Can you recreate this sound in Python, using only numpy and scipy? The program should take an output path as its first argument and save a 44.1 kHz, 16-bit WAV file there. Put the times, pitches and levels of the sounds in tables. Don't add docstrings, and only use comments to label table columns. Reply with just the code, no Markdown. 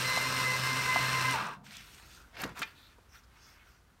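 import sys
import numpy as np
from scipy import signal
from scipy.fft import rfft, irfft, next_fast_len
from scipy.io import wavfile
from scipy.ndimage import uniform_filter1d, map_coordinates

SR = 44100
rng = np.random.default_rng(int(sys.argv[2]) if len(sys.argv) > 2 else 0)


def amplitude_ratio(level_db):
    exponent = np.asarray(level_db, float) / 20
    return 10 ** exponent


def inscribe(sig):
    pcm = np.round(np.clip(np.atleast_2d(sig).T, -1, 1) * 32767)
    wavfile.write(sys.argv[1], SR, pcm.astype(np.int16))


N = 176400
T = np.arange(N) / SR

# (time [s], shaft hum level [dB], gear load level [dB])
MOTOR_EFFORT = [(0.0, -47, -42.5), (0.054, -38.5, -43), (0.136, -56, -44), (0.202, -46, -43),
                (0.676, -41.5, -44), (0.992, -48, -41.5), (1.018, -40.5, -43.5), (1.284, -39, -42),
                (1.33, -45, -41)]
# (shaft order [1], level [dB])
SHAFT_ORDERS = [(2, -57), (4, -59), (8, -49), (16, -53.5), (23, -52), (32, -58.5), (40, -57)]
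# (start [s], end [s], shaft order [1], level [dB])
WHINE_SPELLS = [(-.02, 0.035, 8, -46), (0.077, 0.18, 8, -43), (0.261, 0.268, 8, -31.5),
                (0.308, 0.431, 8, -39), (0.466, 0.562, 8, -38.5), (0.636, 0.815, 8, -41),
                (0.865, 0.936, 8, -33), (.955, 0.984, 8, -37), (1.003, 1.066, 8, -37.5),
                (1.093, 1.226, 8, -37), (1.2458, 1.308, 8, -32.5), (1.332, 1.37, 8, -33),
                (0.042, 0.288, 16, -39.5), (.33, 0.4534, 16, -43), (0.45, 0.5642, 16, -35.5),
                (0.624, .82, 16, -42), (.84, 0.994, 16, -39.5), (0.88, 1.192, 16, -42),
                (1.244, 1.327, 16, -36.5), (0.056, 0.27, 32, -45), (0.99, 1.172, 32, -50.5),
                (.25, 0.48, 10, -49), (.6, .8, 10, -54), (1.15, 1.33, 10, -47), (0.83, 1.33, 12, -52),
                (0, 0.2045, 4, -54.5), (.28, 0.613, 4, -54), (0.227, 0.415, 2, -55),
                (0.587, 0.727, 40, -55.5), (0.713, 0.794, 2, -45)]
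# (frequency [Hz], density [dB per Hz])
RATTLE_SPECTRUM = [(30, -28), (65, -14), (110, -10), (230, -9), (720, -14), (1000, -7.5), (2600, -10.5),
                   (10000, -34)]
# (frequency [Hz], density [dB per Hz])
BRUSH_SPECTRUM = [(2500, -36), (4000, -6.5), (6000, -10.5), (8300, -14.5), (10300, -20.5), (12500, -15),
                  (16000, -32)]
# (frequency [Hz],
# width [Hz], gain [dB])
HOUSING_MODES = [(317, 170, -4.5), (600, 50, 4), (716, 103, -6), (1178, 54, 2.5), (970, 38, 4),
                 (1264, 70, 4), (1606, 67, 7), (2670, 164, 6), (3680, 95, 4.5), (4130, 260, 6),
                 (5270, 180, 7), (5760, 210, 6.5), (8605, 870, 7)]
# (frequency [Hz], density [dB per Hz])
HUSH_SPECTRUM = [(20, -35.5), (52, -3), (80, -12), (200, -20.5), (650, -29), (1390, -24.5), (1900, -31),
                 (15700, -46.5)]
# (time [s], peak level [dB], centre [Hz])
ROLLER_CLACKS = [
    (.174, -21, 1000),
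    (.175, -26, 5000),
    (.371, -26, 2200),
    (.73, -29, 4500),
    (.9602, -16, 950),
    (.961, -28, 2400),
    (.992, -31, 600),
    (1.0, -33, 250),
    (1.31, -29, 8000),
    (1.468, -37, 6000),
]
# (start [s], end [s], level [dB], centre [Hz], spread [octaves])
RUB_STROKES = [(1.333, 1.52, -46.5, 220, 1.1), (1.425, 1.85, -56.5, 150, 0.56), (1.53, 1.8, -64, 750, 0.5),
               (1.92, 2.07, -64, 1470, 1.2), (2.06, 2.2, -66, 5980, 0.33), (2.5, 2.3, -63.5, 3600, 0.62),
               (1.69, 1.76, -52.5, 3000, 0.93), (2.555, 2.62, -56, 2600, .08),
               (2.458, 2.53, -60.5, 3200, 0.72), (2.68, 2.74, -60.5, 1070, 1),
               (1.63, 1.72, -53.5, 2500, 1.02), (1.7, 1.826, -49.5, 2630, 0.96),
               (1.798, 2.09, -57, 2830, 1.18), (2.04, 2.22, -57, 3230, 1.04),
               (2.15, 2.28, -62, 1330, 0.236), (2.32, 2.43, -50.5, 990, 1.2),
               (2.36, 2.46, -41.5, 1170, 1.06), (2.36, 2.45, -50.5, 4700, 0.296),
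               (2.37, 2.53, -47, 167, 0.88), (2.436, 2.52, -47.5, 820, 1.01),
               (2.544, 2.619, -43.5, 1240, 1), (2.551, 2.642, -53.5, 4500, 0.69),
               (2.56, 2.67, -55.5, 220, 0.77), (2.619, 2.71, -51, 1700, 0.78),
               (2.725, 2.92, -62.5, 3800, 0.19), (2.697, 2.94, -63, 2100, 0.98),
               (3.08, 3.2, -64.5, 5700, 0.127), (3.105, 3.2, -60, 1800, 0.94),
               (3.223, 3.25, -68, 5000, 0.35), (3.358, 3.563, -63, 5250, 0.23),
               (3.3, 3.77, -63.5, 1560, 0.92), (3.625, 3.8, -70.5, 5500, 0.24),
               (3.89, 3.9, -65.5, 1500, 0.23), (3.115, 3.2, -64, 1390, 0.11),
               (3.4, 3.58, -65.5, 1380, 0.12), (3.6, 3.76, -67.5, 1380, .12), (1.74, 1.85, -56, 2130, .3)]
# (frequency [Hz], width [Hz], gain [dB])
STROKE_COLOUR = [(1390, 130, 6), (950, 140, 4), (2150, 200, 3), (2600, 200, 3), (3450, 150, 3),
                 (8600, 500, 3), (10400, 900, -8), (12500, 1500, 5)]
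# (time [s], peak level [dB], centre [Hz], t60 [s])
HARD_BLOWS = [
    (1.653, -48, 3000, .03),
    (1.7679, -33.5, 4200, .016),
    (2.3682, -36, 1600, .02),
    (2.4358, -24.5, 1500, .03),
    (2.4395, -31, 2500, .03),
    (2.452, -33, 800, .03),
    (2.6178, -24, 1500, .04),
    (2.6222, -24, 1800, .05),
    (2.629, -28, 1900, .05),
]
# (time [s], peak level [dB], centre [Hz], t60 [s])
CREASES = [
    (1.665, -46, 2070, .015),
    (1.708, -41, 2400, .02),
    (1.945, -47, 3300, .02),
    (1.9845, -46, 2070, .015),
    (1.998, -46, 1400, .025),
    (2.354, -46, 2570, .015),
    (2.477, -50, 5000, .012),
    (2.55, -48, 1630, .02),
]
# (time [s], peak level [dB], centre [Hz], t60 [s])
SMALL_TICKS = [(2.417, -31.5, 12420, 0.019), (2.438, -34, 8333, 0.012), (2.462, -45, 5700, 0.017),
               (2.493, -48, 6100, .015), (2.572, -44, 2470, 0.013), (2.592, -32.5, 8333, 0.027),
               (2.444, -35.5, 256, 0.136), (2.405, -52, 8300, 0.0122), (2.619, -36.5, 8700, 0.024),
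               (2.679, -68, 9000, .015), (2.984, -49, 580, 0.032)]
# (frequency [Hz], level [dB], t60 [s])
PART_MODES = [(900, -6, .09), (1110, -8, .12), (1600, -2, .04), (1782, -1, .05), (2428, 5, .16),
              (3600, -7, .05)]

SHAFT_HZ, SAG_HZ, ROLLER_TURN_S, SLOWEST_S = 129.1, 1.0, .4, .11
CUT_S, COAST_S, STOP_S = 1.33, .17, 1.54
HUM_HELD_S = .08
WHINE_EDGE_S = 0.0291
RATTLE_DB, COAST_LOSS_DB = 7.5, 18.5
BRUSH_DB, BRUSH_LOSS_DB = -39.5, 43
LOOSE_DB, LOOSE_HZ, LOOSE_LOSS_DB = -33, 1027, 12.5
HUSH_DB, DUCK_DB, RECOVER_S = -63, -9, .1
WALLS_S, WALLS_DB = .12, -16
RISE_SHARE, FADE_SHARE = .45, .3
STROKE_TOP_DB, JAGGED_DB, JAGGED_HZ = -22, 2.2, 110
PATCHY_DB = 2.0
KNOCK_S, KNOCK_DB, KNOCK_HELD_S = 2.6255, -39.5, .04
TOP_HZ = 15830

AFTER_CUT = np.clip(T - CUT_S, 0, None)
COASTED = AFTER_CUT / (STOP_S - CUT_S)


def unit(x):
    return x / np.sqrt(np.mean(x ** 2) + 1e-20)


def along(points, hz):
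    f, v = np.transpose(points)
    return amplitude_ratio(np.interp(np.log(hz + 1), np.log(f + 1), v))


def bumps(peaks, hz):
    return amplitude_ratio(sum(db / (1 + (2 * (hz - c) / w) ** 2) for c, w, db in peaks))


def band(hz, centre_hz, octaves):
    return np.exp(-.5 * (np.log2((hz + 1) / centre_hz) / octaves) ** 2)


def wobble(rate):
    knots = rng.standard_normal(int(N * rate / SR) + 4)
    return map_coordinates(knots, [T * rate])


def filtered(x, response):
    m = next_fast_len(len(x) + 8192)
    return irfft(rfft(x, m) * response(np.fft.rfftfreq(m, 1 / SR)), m)[:len(x)]


def add(track, s, sound):
    first = round(s * SR)
    track[first:][:len(sound)] += sound[:N - first]


def burst(db, hz, t60, octaves):
    t = np.arange(SR // 8) / SR
    noise = filtered(rng.standard_normal(len(t)), lambda f: band(f, hz, octaves))
    crack = amplitude_ratio(-60 * t / t60) * (1 - np.exp(-t / 0.00028)) * noise
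    return amplitude_ratio(db) * crack / np.abs(crack).max()


def order_line(turns, order, db, slip):
    return np.sqrt(2) * amplitude_ratio(db) * np.sin(2 * np.pi * order * turns + slip)


def shaft_hum(speed, turns, hum_db):
    db = hum_db + 1.5 * wobble(25) - 600 * np.clip(AFTER_CUT - HUM_HELD_S, 0, None)
    hum = order_line(np.cumsum(speed) / SR, 1, db, 0)
    for order, db in SHAFT_ORDERS:
        unsteady_db = db + 3 * wobble(12.46) + 3 * wobble(69.7) - 500 * AFTER_CUT
        hum += order_line(turns, order, unsteady_db, 0.82 * wobble(30.02))
    return hum


def mesh_whine(turns):
    whine = np.zeros(N)
    for start, end, order, db in WHINE_SPELLS:
        spell = np.clip(np.minimum(T - start, end - T) / WHINE_EDGE_S + .5, 0, 1)
        unsteady_db = db + 2 * wobble(70.03) + 1.0 * wobble(22.1)
        slip = 0.12 * np.sqrt(order) * wobble(44.9)
        whine += spell * order_line(turns, round(order), unsteady_db, slip)
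    return whine


def gear_noise(turns, load_db):
    gate = 1 + 0.12 * np.cos(2 * np.pi * turns) + 0.13 * np.cos(16 * np.pi * turns)
    impacts = rng.standard_normal((3, N)) * gate * amplitude_ratio(1.07 * wobble(300) + 0.67 * wobble(30.48))

    def in_housing(noise, spectrum):
        return unit(filtered(noise, lambda f: spectrum(f) * bumps(HOUSING_MODES, f)))

    rattle = in_housing(impacts[0], lambda f: along(RATTLE_SPECTRUM, f))
    brush = in_housing(impacts[1], lambda f: along(BRUSH_SPECTRUM, f))
    loose = in_housing(impacts[2] * amplitude_ratio(1.5 * wobble(90)),
                       lambda f: band(f, LOOSE_HZ, 0.406) + 0.11 * band(f, 2600, 0.044))
    rattle_db = RATTLE_DB + load_db - COAST_LOSS_DB * COASTED
    brush_db = BRUSH_DB - 2.28 * T - BRUSH_LOSS_DB * COASTED + 0.234 * (load_db - load_db.mean())
    loose_gain = np.clip(AFTER_CUT / 0.051, 0, 1) * amplitude_ratio(LOOSE_DB - LOOSE_LOSS_DB * COASTED)
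    return amplitude_ratio(rattle_db) * rattle + amplitude_ratio(brush_db) * brush + loose_gain * loose


def motor():
    s, *levels = np.transpose(MOTOR_EFFORT)
    hum_db, load_db = (np.interp(T, s, level) for level in levels)
    speed = SHAFT_HZ - SAG_HZ * np.cos(2 * np.pi * (T - SLOWEST_S) / ROLLER_TURN_S)
    turns = np.cumsum(speed * np.exp(-AFTER_CUT / COAST_S) + 0.42 * wobble(30.1)) / SR
    halt = amplitude_ratio(-350 * np.clip(T - STOP_S, 0, None))
    return halt * (shaft_hum(speed, turns, hum_db) + mesh_whine(turns) + gear_noise(turns, load_db))


def ventilation_hush():
    hush = unit(filtered(rng.standard_normal(N), lambda f: along(HUSH_SPECTRUM, f)))
    ducked_db = DUCK_DB * np.exp(-np.clip(T - 1.64, 0, None) / RECOVER_S)
    return amplitude_ratio(HUSH_DB + 0.31 * wobble(4.32) - 2.24 * (T - 4.0) + ducked_db) * hush


def wall_reflections(x):
    t = np.arange(SR // 2) / SR
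    decay = rng.standard_normal(len(t)) * amplitude_ratio(-60 * t / WALLS_S)
    tail = filtered(decay, lambda f: (f > 400) / (1 + f / 3000))
    return amplitude_ratio(WALLS_DB) * signal.fftconvolve(x, tail / np.linalg.norm(tail))[:N]


def roller_clacks():
    out = np.zeros(N)
    for at, db, hz in ROLLER_CLACKS:
        add(out, at, burst(db, hz, .017, .45))
    return out


def patchy(x, depth_db):
    z = signal.stft(x, nperseg=256)[2]
    field = uniform_filter1d(rng.standard_normal(z.shape), size=4, axis=0)
    field = uniform_filter1d(field, size=8, axis=1)
    return signal.istft(z * amplitude_ratio(depth_db * unit(field)), nperseg=256)[1][:len(x)]


def rubbing():
    out = np.zeros(N)
    t = np.arange(SR * 6 // 10) / SR
    for start, end, db, hz, octaves in RUB_STROKES:
        jagged = amplitude_ratio(JAGGED_DB * rng.standard_normal(200))

        def colour(f):
            air = amplitude_ratio(STROKE_TOP_DB) * (f > hz) * (hz > 1000)
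            own = np.interp(f / JAGGED_HZ, range(200), jagged)
            return (band(f, hz, octaves) + air) * bumps(STROKE_COLOUR, f) * own

        grain_db = 1.12 * wobble(155.2)[:len(t)] + 1.2 * wobble(23.5)[:len(t)]
        grit = unit(filtered(rng.standard_normal(len(t)) * amplitude_ratio(grain_db), colour))
        length = end - start
        moments = [0, .012, min(RISE_SHARE * length, .07), (1 - FADE_SHARE) * length, length, length + .05, 1]
        shape_db = np.interp(t, moments, [-40, -11, 0, -2, -8, -32, -300])
        add(out, start, amplitude_ratio(db + shape_db) * grit)
    return patchy(out, PATCHY_DB)


def snaps():
    out = np.zeros(N)
    for at, db, hz, t60 in SMALL_TICKS + HARD_BLOWS + CREASES:
        add(out, at, burst(db, hz, t60, 0.89))
    return out


def ringing_part():
    out = np.zeros(N)
    t = np.arange(SR // 4) / SR
    ring = sum(amplitude_ratio(db - 60 * t / t60) * np.sin(2 * np.pi * hz * t) for hz, db, t60 in PART_MODES)
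    grip = amplitude_ratio(-1100 * np.clip(t - KNOCK_HELD_S, 0, None))
    add(out, KNOCK_S, amplitude_ratio(KNOCK_DB) * (1 - np.exp(-t / 0.0015)) * grip * ring)
    return out


def scene():
    close = motor() + roller_clacks() + rubbing() + snaps() + ringing_part()
    return (close + wall_reflections(close) + ventilation_hush())[None]


def low_pass(x):
    return signal.sosfilt(signal.butter(12, 15840, fs=SR, output="sos"), x)


def record(dry):
    mix = filtered(dry[0], lambda f: f < TOP_HZ)[None]
    return low_pass(mix)


dry = scene()
out = record(dry)
inscribe(out)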